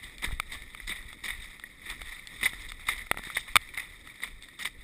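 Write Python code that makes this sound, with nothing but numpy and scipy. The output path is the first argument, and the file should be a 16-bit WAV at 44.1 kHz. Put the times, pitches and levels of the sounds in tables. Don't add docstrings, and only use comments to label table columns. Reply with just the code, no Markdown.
import sys
import numpy as np
from scipy import signal
from scipy.fft import rfft, irfft, next_fast_len
from scipy.io import wavfile
from scipy.ndimage import uniform_filter1d, map_coordinates

SR = 44100
rng = np.random.default_rng(int(sys.argv[2]) if len(sys.argv) > 2 else 0)


def file_out(sig):
    cols = np.atleast_2d(sig).T
    lim = np.clip(cols, -1, 1)
    pcm = np.round(lim * 32767).astype(np.int16)
    wavfile.write(sys.argv[1], SR, pcm)


N = 213081

# frequency in Hz, relative gain in dB.
CASE_GAIN = [(290, -30), (500, -24.5), (774, -18.5), (1270, -10.5), (1600, -19.5), (1830, -1), (1990, 3.5),
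             (2330, -2), (2780, -19), (3050, -17), (3680, -1), (4210, -20), (5240, -16), (6000, -30.5),
             (7800, -90), (13200, -120)]


def amp(db):
    return 10 ** (np.asarray(db) / 20)


def unit(x):
    return x / np.sqrt(np.mean(x ** 2) + 1e-20)


def along(points, hz):
    f, v = np.transpose(points)
    return np.interp(np.log(hz + 1), np.log(f + 1), v, left=-100, right=-100)


def curves(rows):
    times, *columns = np.transpose(rows)
    return [np.interp(np.arange(N) / SR, times, column) for column in columns]


def wobble(rate):
    knots = rng.standard_normal(int(N * rate / SR) + 4)
    return map_coordinates(knots, [np.arange(N) * rate / SR])


def filtered(x, response):
    m = 2 * next_fast_len(N // 2 + 4096)
    return irfft(rfft(x, m) * response(np.fft.rfftfreq(m, 1 / SR)), m)[..., :N]


def coloured(x, points):
    def response(hz):
        cepstrum = irfft(np.log(amp(along(points, hz))))
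        cepstrum[1:len(hz) - 1] *= 2
        cepstrum[len(hz):] = 0
        return np.exp(rfft(cepstrum))
    return filtered(x, response)


def droplets(per_second, spread_db):
    hit = rng.random(N) < per_second / SR
    size = amp(spread_db * rng.exponential(size=N))
    return unit(hit * size * rng.standard_normal(N))


def patchy(x, depth_db):
    spectrum = signal.stft(x, nperseg=128)[2]
    patches = uniform_filter1d(rng.standard_normal(spectrum.shape), 3, 0)
    patches = uniform_filter1d(patches, 4, 1)
    return signal.istft(spectrum * amp(depth_db * unit(patches)), nperseg=128)[1][:N]


def rain():
    # time in seconds, rms level in dB.
    patter = [(0.0, -49), (0.44, -51), (0.55, -49.5), (0.86, -52), (1.47, -45.5), (1.63, -52.5),
              (1.84, -52.5), (2.03, -46.5), (2.25, -51), (2.45, -46.5), (2.58, -46.5), (2.69, -51),
              (3.38, -44.5), (3.65, -49), (3.81, -52), (4.45, -54), (4.67, -49.5), (4.83, -52)]
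    level_db, = curves(patter)
    hiss = rng.standard_normal(N) + amp(-7.5) * droplets(500, spread_db=0.5)
    clumps = amp(2.1 * wobble(12) + 1.5 * wobble(77))
    heard = coloured(patchy(hiss * clumps, depth_db=2.0), CASE_GAIN)
    return amp(level_db) * unit(heard)


def jolts():
    # start in seconds, peak level in dB, signed strength as a factor, time constant in seconds.
    lurches = [(0.274, -27, 0.85, 0.0046), (0.326, -27, 1, 0.0028), (1.053, -34, 0.52, 0.0037),
               (1.388, -32, 0.34, 0.0032), (4.339, -41.5, -0.7, 0.0041)]
    out = np.zeros(N + SR)
    for s, db, sign, length in lurches:
        u = np.arange(SR // 8) / SR / length
        push = u ** 2 * (2.4 - u) * np.exp(-u)
        out[round(s * SR):][:len(u)] += sign * amp(db) * push / push.max()
    return out[:N]


def shake():
    # time in seconds, rumble level in dB, rocking level in dB.
    shaking = [(0.0, -51, -50.5), (0.17, -51.5, -74), (0.34, -39, -51), (0.42, -49, -70),
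               (0.55, -37.5, -59), (0.78, -63, -74), (0.85, -48, -59), (1.28, -51, -64), (1.36, -46, -52.5),
               (1.65, -58, -70), (2.0, -41, -58), (2.22, -54.5, -77), (2.43, -50, -58.5),
               (2.91, -46.5, -60), (3.11, -51, -64), (3.27, -49, -82), (3.3, -57, -65), (3.52, -44.5, -60),
               (3.55, -55, -49), (3.66, -58.5, -68), (3.98, -51.5, -60), (4.21, -68, -75), (4.33, -48, -60),
               (4.53, -69, -70), (4.79, -50, -59), (4.83, -58.5, -64)]
    # frequency in Hz, relative gain in dB.
    rumble_gain = [(10, -6.5), (25, -1), (45, -5), (65, -15), (100, -24.5)]
    rocking_gain = [(35, -24.5), (60, -1.5), (100, -7.5), (150, -19.5)]
    flutter_gain = [(60, -31), (120, -2), (280, -4), (600, -14.5), (1000, -40)]
    rumble_db, rocking_db = curves(shaking)
    gusts_db = 2.5
    layers = [
        (rumble_db, rumble_gain, 8, -22),
        (rocking_db, rocking_gain, 14, -18),
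        (-62, flutter_gain, 30, -16)]
    mid, side = jolts(), np.zeros(N)
    for level_db, gain, rate, side_db in layers:
        gusts = amp(gusts_db * wobble(rate))
        pair = coloured(rng.standard_normal((2, N)) * gusts, gain)
        mid = mid + amp(level_db) * unit(pair[0])
        side = side + amp(level_db + side_db) * unit(pair[1])
    return mid, side


def spatter(envelope, colour, shared):
    grit = patchy(.7 * shared + droplets(2500, spread_db=2.2), depth_db=3.3)
    steady, shaped = coloured(np.array([grit, grit * envelope]), colour)
    return shaped / np.std(steady)


def footsteps():
    # start in seconds, nominal spray level in dB,
    # squelch under it in dB (ahead of the common squelch gain), fine spray under it in dB, 60 dB decay in seconds.
    slaps = [(0.025, -41, 1, 3, 0.097), (0.217, -30, -4, -4, 0.18), (0.236, -20.5, -1.5, -6.5, 0.079),
             (0.314, -34.5, -4, -5, 0.089), (0.514, -32.5, -9, -0.5, 0.15), (0.541, -30.5, 2, -5, 0.07),
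             (0.867, -35.5, -4, 2, 0.27), (0.89, -28.5, -3.5, -20, 0.093), (0.909, -26.5, -34, -15, 0.095),
             (0.95, -39, -22, -8.5, 0.28), (1.232, -32.5, -5.5, 0.5, 0.27), (1.275, -30, -23, -10, 0.22),
             (1.306, -34, -15, -10, 0.072), (1.416, -40, -15, 1, 0.086), (1.852, -37, -3, -7.5, .3),
             (1.889, -30, -22, -7, 0.18), (1.917, -31.5, -25, -24, 0.057), (2.408, -30.5, -1, -4.5, 0.093),
             (2.427, -14.5, -12, -6.5, 0.038), (2.442, -17, -8, -4, 0.057), (2.453, -17, -27, -5, 0.081),
             (2.488, -30, -25, -4, 0.053), (2.595, -42, -9, -1, 0.26), (2.683, -37.5, -9, 1.5, 0.082),
             (2.863, -32.5, -14, -5, 0.2), (2.882, -20.5, -14, -7.5, 0.13), (2.907, -29, -13.5, -10, 0.2),
             (2.976, -29, -20, -4, 0.077), (3.182, -23.5, 2.5, -6, 0.027), (3.248, -45, -8, 7, 0.044),
             (3.344, -32.5, -11, 4.5, .08), (3.364, -17, -15, -6.5, 0.058), (3.388, -40, -25, 5.5, 0.12),
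             (3.474, -31.5, -19, -14, 0.083), (3.734, -32, -15, -10.5, 0.096), (3.766, -28, -27, -6, .1),
             (3.793, -22, -29, -9, .06), (3.813, -37.5, -26, -9, 0.24), (4.218, -27, -4, -3, 0.05),
             (4.232, -28.5, -14, -4, .09), (4.264, -38.5, -22, -5, 0.13), (4.43, -35, -20.5, -1, 0.054),
             (4.586, -34, -7, 1, 0.15), (4.617, -29.5, -7, 2, 0.068), (4.646, -20, -16.5, -2, 0.077)]
    # frequency in Hz, relative gain in dB.
    squelch_gain = [(90, -11.5), (200, 3.5), (450, -5), (800, -58), (1150, -1), (1500, -34), (1800, 10)]
    rise_s, rise_share = 0.0023, 0.011
    coarse_power, fine_power, suck_power = np.zeros((3, N + SR))
    t = np.arange(SR // 2) / SR
    for s, db, squelch_db, fine_db, t60 in slaps:
        rise = (1 - np.exp(-t / (rise_s + rise_share * t60))) ** 2
        swell = amp(db - 60 * t / t60) * rise
        for power, share_db in ((coarse_power, 0), (suck_power, squelch_db), (fine_power, fine_db)):
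            power[round(s * SR):][:len(t)] += (swell * amp(share_db)) ** 2
    shared = droplets(4000, spread_db=2) * amp(2.5 * wobble(120))
    low = [p for p in CASE_GAIN if p[0] < 3100] + [(3600, -60)]
    high = [(2300, -60)] + [p for p in CASE_GAIN if p[0] > 2700]
    coarse = spatter(np.sqrt(coarse_power[:N]), low, shared)
    fine = spatter(np.sqrt(fine_power[:N]), high, shared)
    suck = spatter(np.sqrt(suck_power[:N]), squelch_gain, shared)
    return coarse + fine + amp(-8.0) * suck


def drops():
    # time in seconds (sounding 2 ms later), peak of the ring
    # in dB, # hardness in octaves above 1 kHz, weight on the low modes in dB, nominal inner air frequency in
    # Hz, # inner air level over the strongest shell mode in dB, inner air 60 dB decay in seconds.
    strikes = [(0.095, -40, 3, 0, 1820, 3, 0.013), (0.18, -34, 2.2, 4, 2410, -3, 0.015),
               (0.287, -33, -0.3, -1, 2290, -20, .012), (0.308, -32, 0.6, 15, 1970, -18, .015),
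               (0.397, -11.5, 1, 1.5, 2200, 1.5, 0.011), (0.619, -31, 2.3, 15, 2050, 1.5, 0.022),
               (0.746, -27, 0.94, -6, 2280, 5.5, 0.012), (0.799, -30, -7, 0, 2020, 23, 0.021),
               (1.024, -35, 1.5, 7, 1990, 5, .011), (1.127, -30.5, 1.4, 14.5, 2040, 5, 0.0074),
               (1.595, -30, 1.3, 7, 2130, -3.5, .015), (1.636, -28, -3.5, 5, 1970, 16, 0.028),
               (1.898, -24, 2.3, 8, 2140, -6, .013), (2.015, -26, 1.2, 12, 2310, 1.5, 0.01),
               (2.07, -33.5, 2.5, 0, 2080, 9, 0.0076), (2.165, -35, -0.5, -10, 2050, 9.5, 0.011),
               (2.193, -37, -1, 0, 2210, 18, 0.017), (2.27, -27.5, 2.8, 5, 1940, -8.5, 0.023),
               (2.43, -18, -0.9, -12, 2040, 11, 0.032), (2.455, -13, 1.3, -7, 2023, 12, 0.04),
               (2.532, -28, -0.2, 5, 1894, -7, 0.017), (2.717, -24.5, 1.3, 0, 2220, 2.5, 0.0096),
               (2.794, -40, -0.5, -5, 2160, -4, .015), (2.886, -13.5, 0.4, -10, 2070, 6.5, 0.017),
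               (3.066, -33, .5, 3, 2120, 2, .015), (3.1117, -8, 1.03, 18, 1940, 0.5, 0.0082),
               (3.142, -29.5, 0, 6, 1930, -11, .015), (3.171, -21, .3, 8, 1940, -1.5, 0.0083),
               (3.191, -28.5, -0.03, 13, 1900, -16, 0.012), (3.235, -28, 2, 12, 1930, 10, .011),
               (3.27, -29, -.5, 5, 1830, -1, 0.0083), (3.299, -27, .5, -15, 1920, -3.5, .017),
               (3.368, -21, .6, 16, 1865, -6, 0.021), (3.5545, -0.5, .8, -11, 2270, 3, 0.0076),
               (3.5635, -2.5, 1.32, 4.5, 2220, 0.5, 0.0096), (3.613, -37.5, 2.6, 0, 1980, -11, 0.014),
               (3.687, -34.5, 2.6, -4, 2240, 2, 0.035), (3.773, -19.5, 0.5, 8, 2096, 9, 0.022),
               (4.071, -33, 0.96, -6, 1880, 3, 0.015), (4.201, -34.5, .9, 5, 1930, 10, 0.018),
               (4.422, -34.5, 2.6, 6, 1890, -20, .015), (4.484, -34.5, 2, -5, 1900, -1, 0.027)]
    # nominal frequency in Hz, 60 dB decay in seconds, relative level in dB.
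    shell_modes = [(308, .007, 7), (892, 0.0036, 1.5), (1290, 0.013, -1), (2915, 0.01, -6.5),
                   (3540, 0.012, 0), (4330, 0.0057, -1.5)]
    low_hz = 1000
    narrow_db = 7
    scatter_db, detune_share = 1.5, 0.02
    shove_db, shove_s = -25, .0007
    out, crack = np.zeros((2, N + SR))
    t = np.arange(SR // 20) / SR
    chance = rng.standard_normal((len(strikes), 2, len(shell_modes) + 1, 1))
    for strike, (detune, scatter) in zip(strikes, chance):
        s, db, hardness, weight_db, air_hz, air_db, air_t60 = strike
        modes = []
        for hz, t60, level in shell_modes:
            mismatch = np.log2(hz / 1000) - hardness
            modes.append((hz, t60, level + weight_db * (hz < low_hz) - narrow_db * mismatch ** 2))
        strongest_db = max(mode[2] for mode in modes)
        modes.append((air_hz, air_t60, strongest_db + air_db))
        hz, t60, mode_db = np.transpose(modes)[:, :, None]
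        decay = amp(mode_db + scatter_db * scatter - 60 * t / t60)
        tones = decay * np.sin(2 * np.pi * hz * (1 + detune_share * detune) * t)
        ring = tones.sum(axis=0) * (1 - np.exp(-t / .00017)) ** 2
        shove = amp(shove_db) * t / shove_s * np.exp(1 - t / shove_s)
        start = round((s + .002) * SR)
        out[start:][:len(t)] -= amp(db) * (ring / np.abs(ring).max() + shove)
        crack[start:][:len(t)] += amp(db - 12 - 60 * t / .007)
    burst = signal.butter(3, [700, 4200], "band", fs=SR, output="sos")
    return out[:N] + signal.sosfilt(burst, crack[:N] * rng.standard_normal(N))


def scene():
    mid, side = shake()
    mid = mid + rain() + footsteps() + drops()
    return np.array([mid + side, mid - side])


def record(dry):
    # frequency in Hz, gain in dB.
    rolloff = [(5000, 0), (15230, 0), (15380, -32), (16400, -26)]
    hold_hz, top_hz = 12000, 16460
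    bounded = dry / (1 + np.abs(dry / .8) ** 6) ** (1 / 6)
    guard = signal.cheby2(8, 40, .6 * hold_hz, fs=SR, output="sos")
    band = signal.sosfilt(guard, bounded)
    sampled = band * (1 + 2 * np.cos(2 * np.pi * hold_hz * np.arange(N) / SR))

    def hold_response(hz):
        return np.sinc(hz / hold_hz) * amp(np.interp(hz, *np.transpose(rolloff)))
    held = filtered(sampled, hold_response)
    return filtered(held, lambda hz: hz < top_hz)


dry = scene()
out = record(dry)
file_out(out)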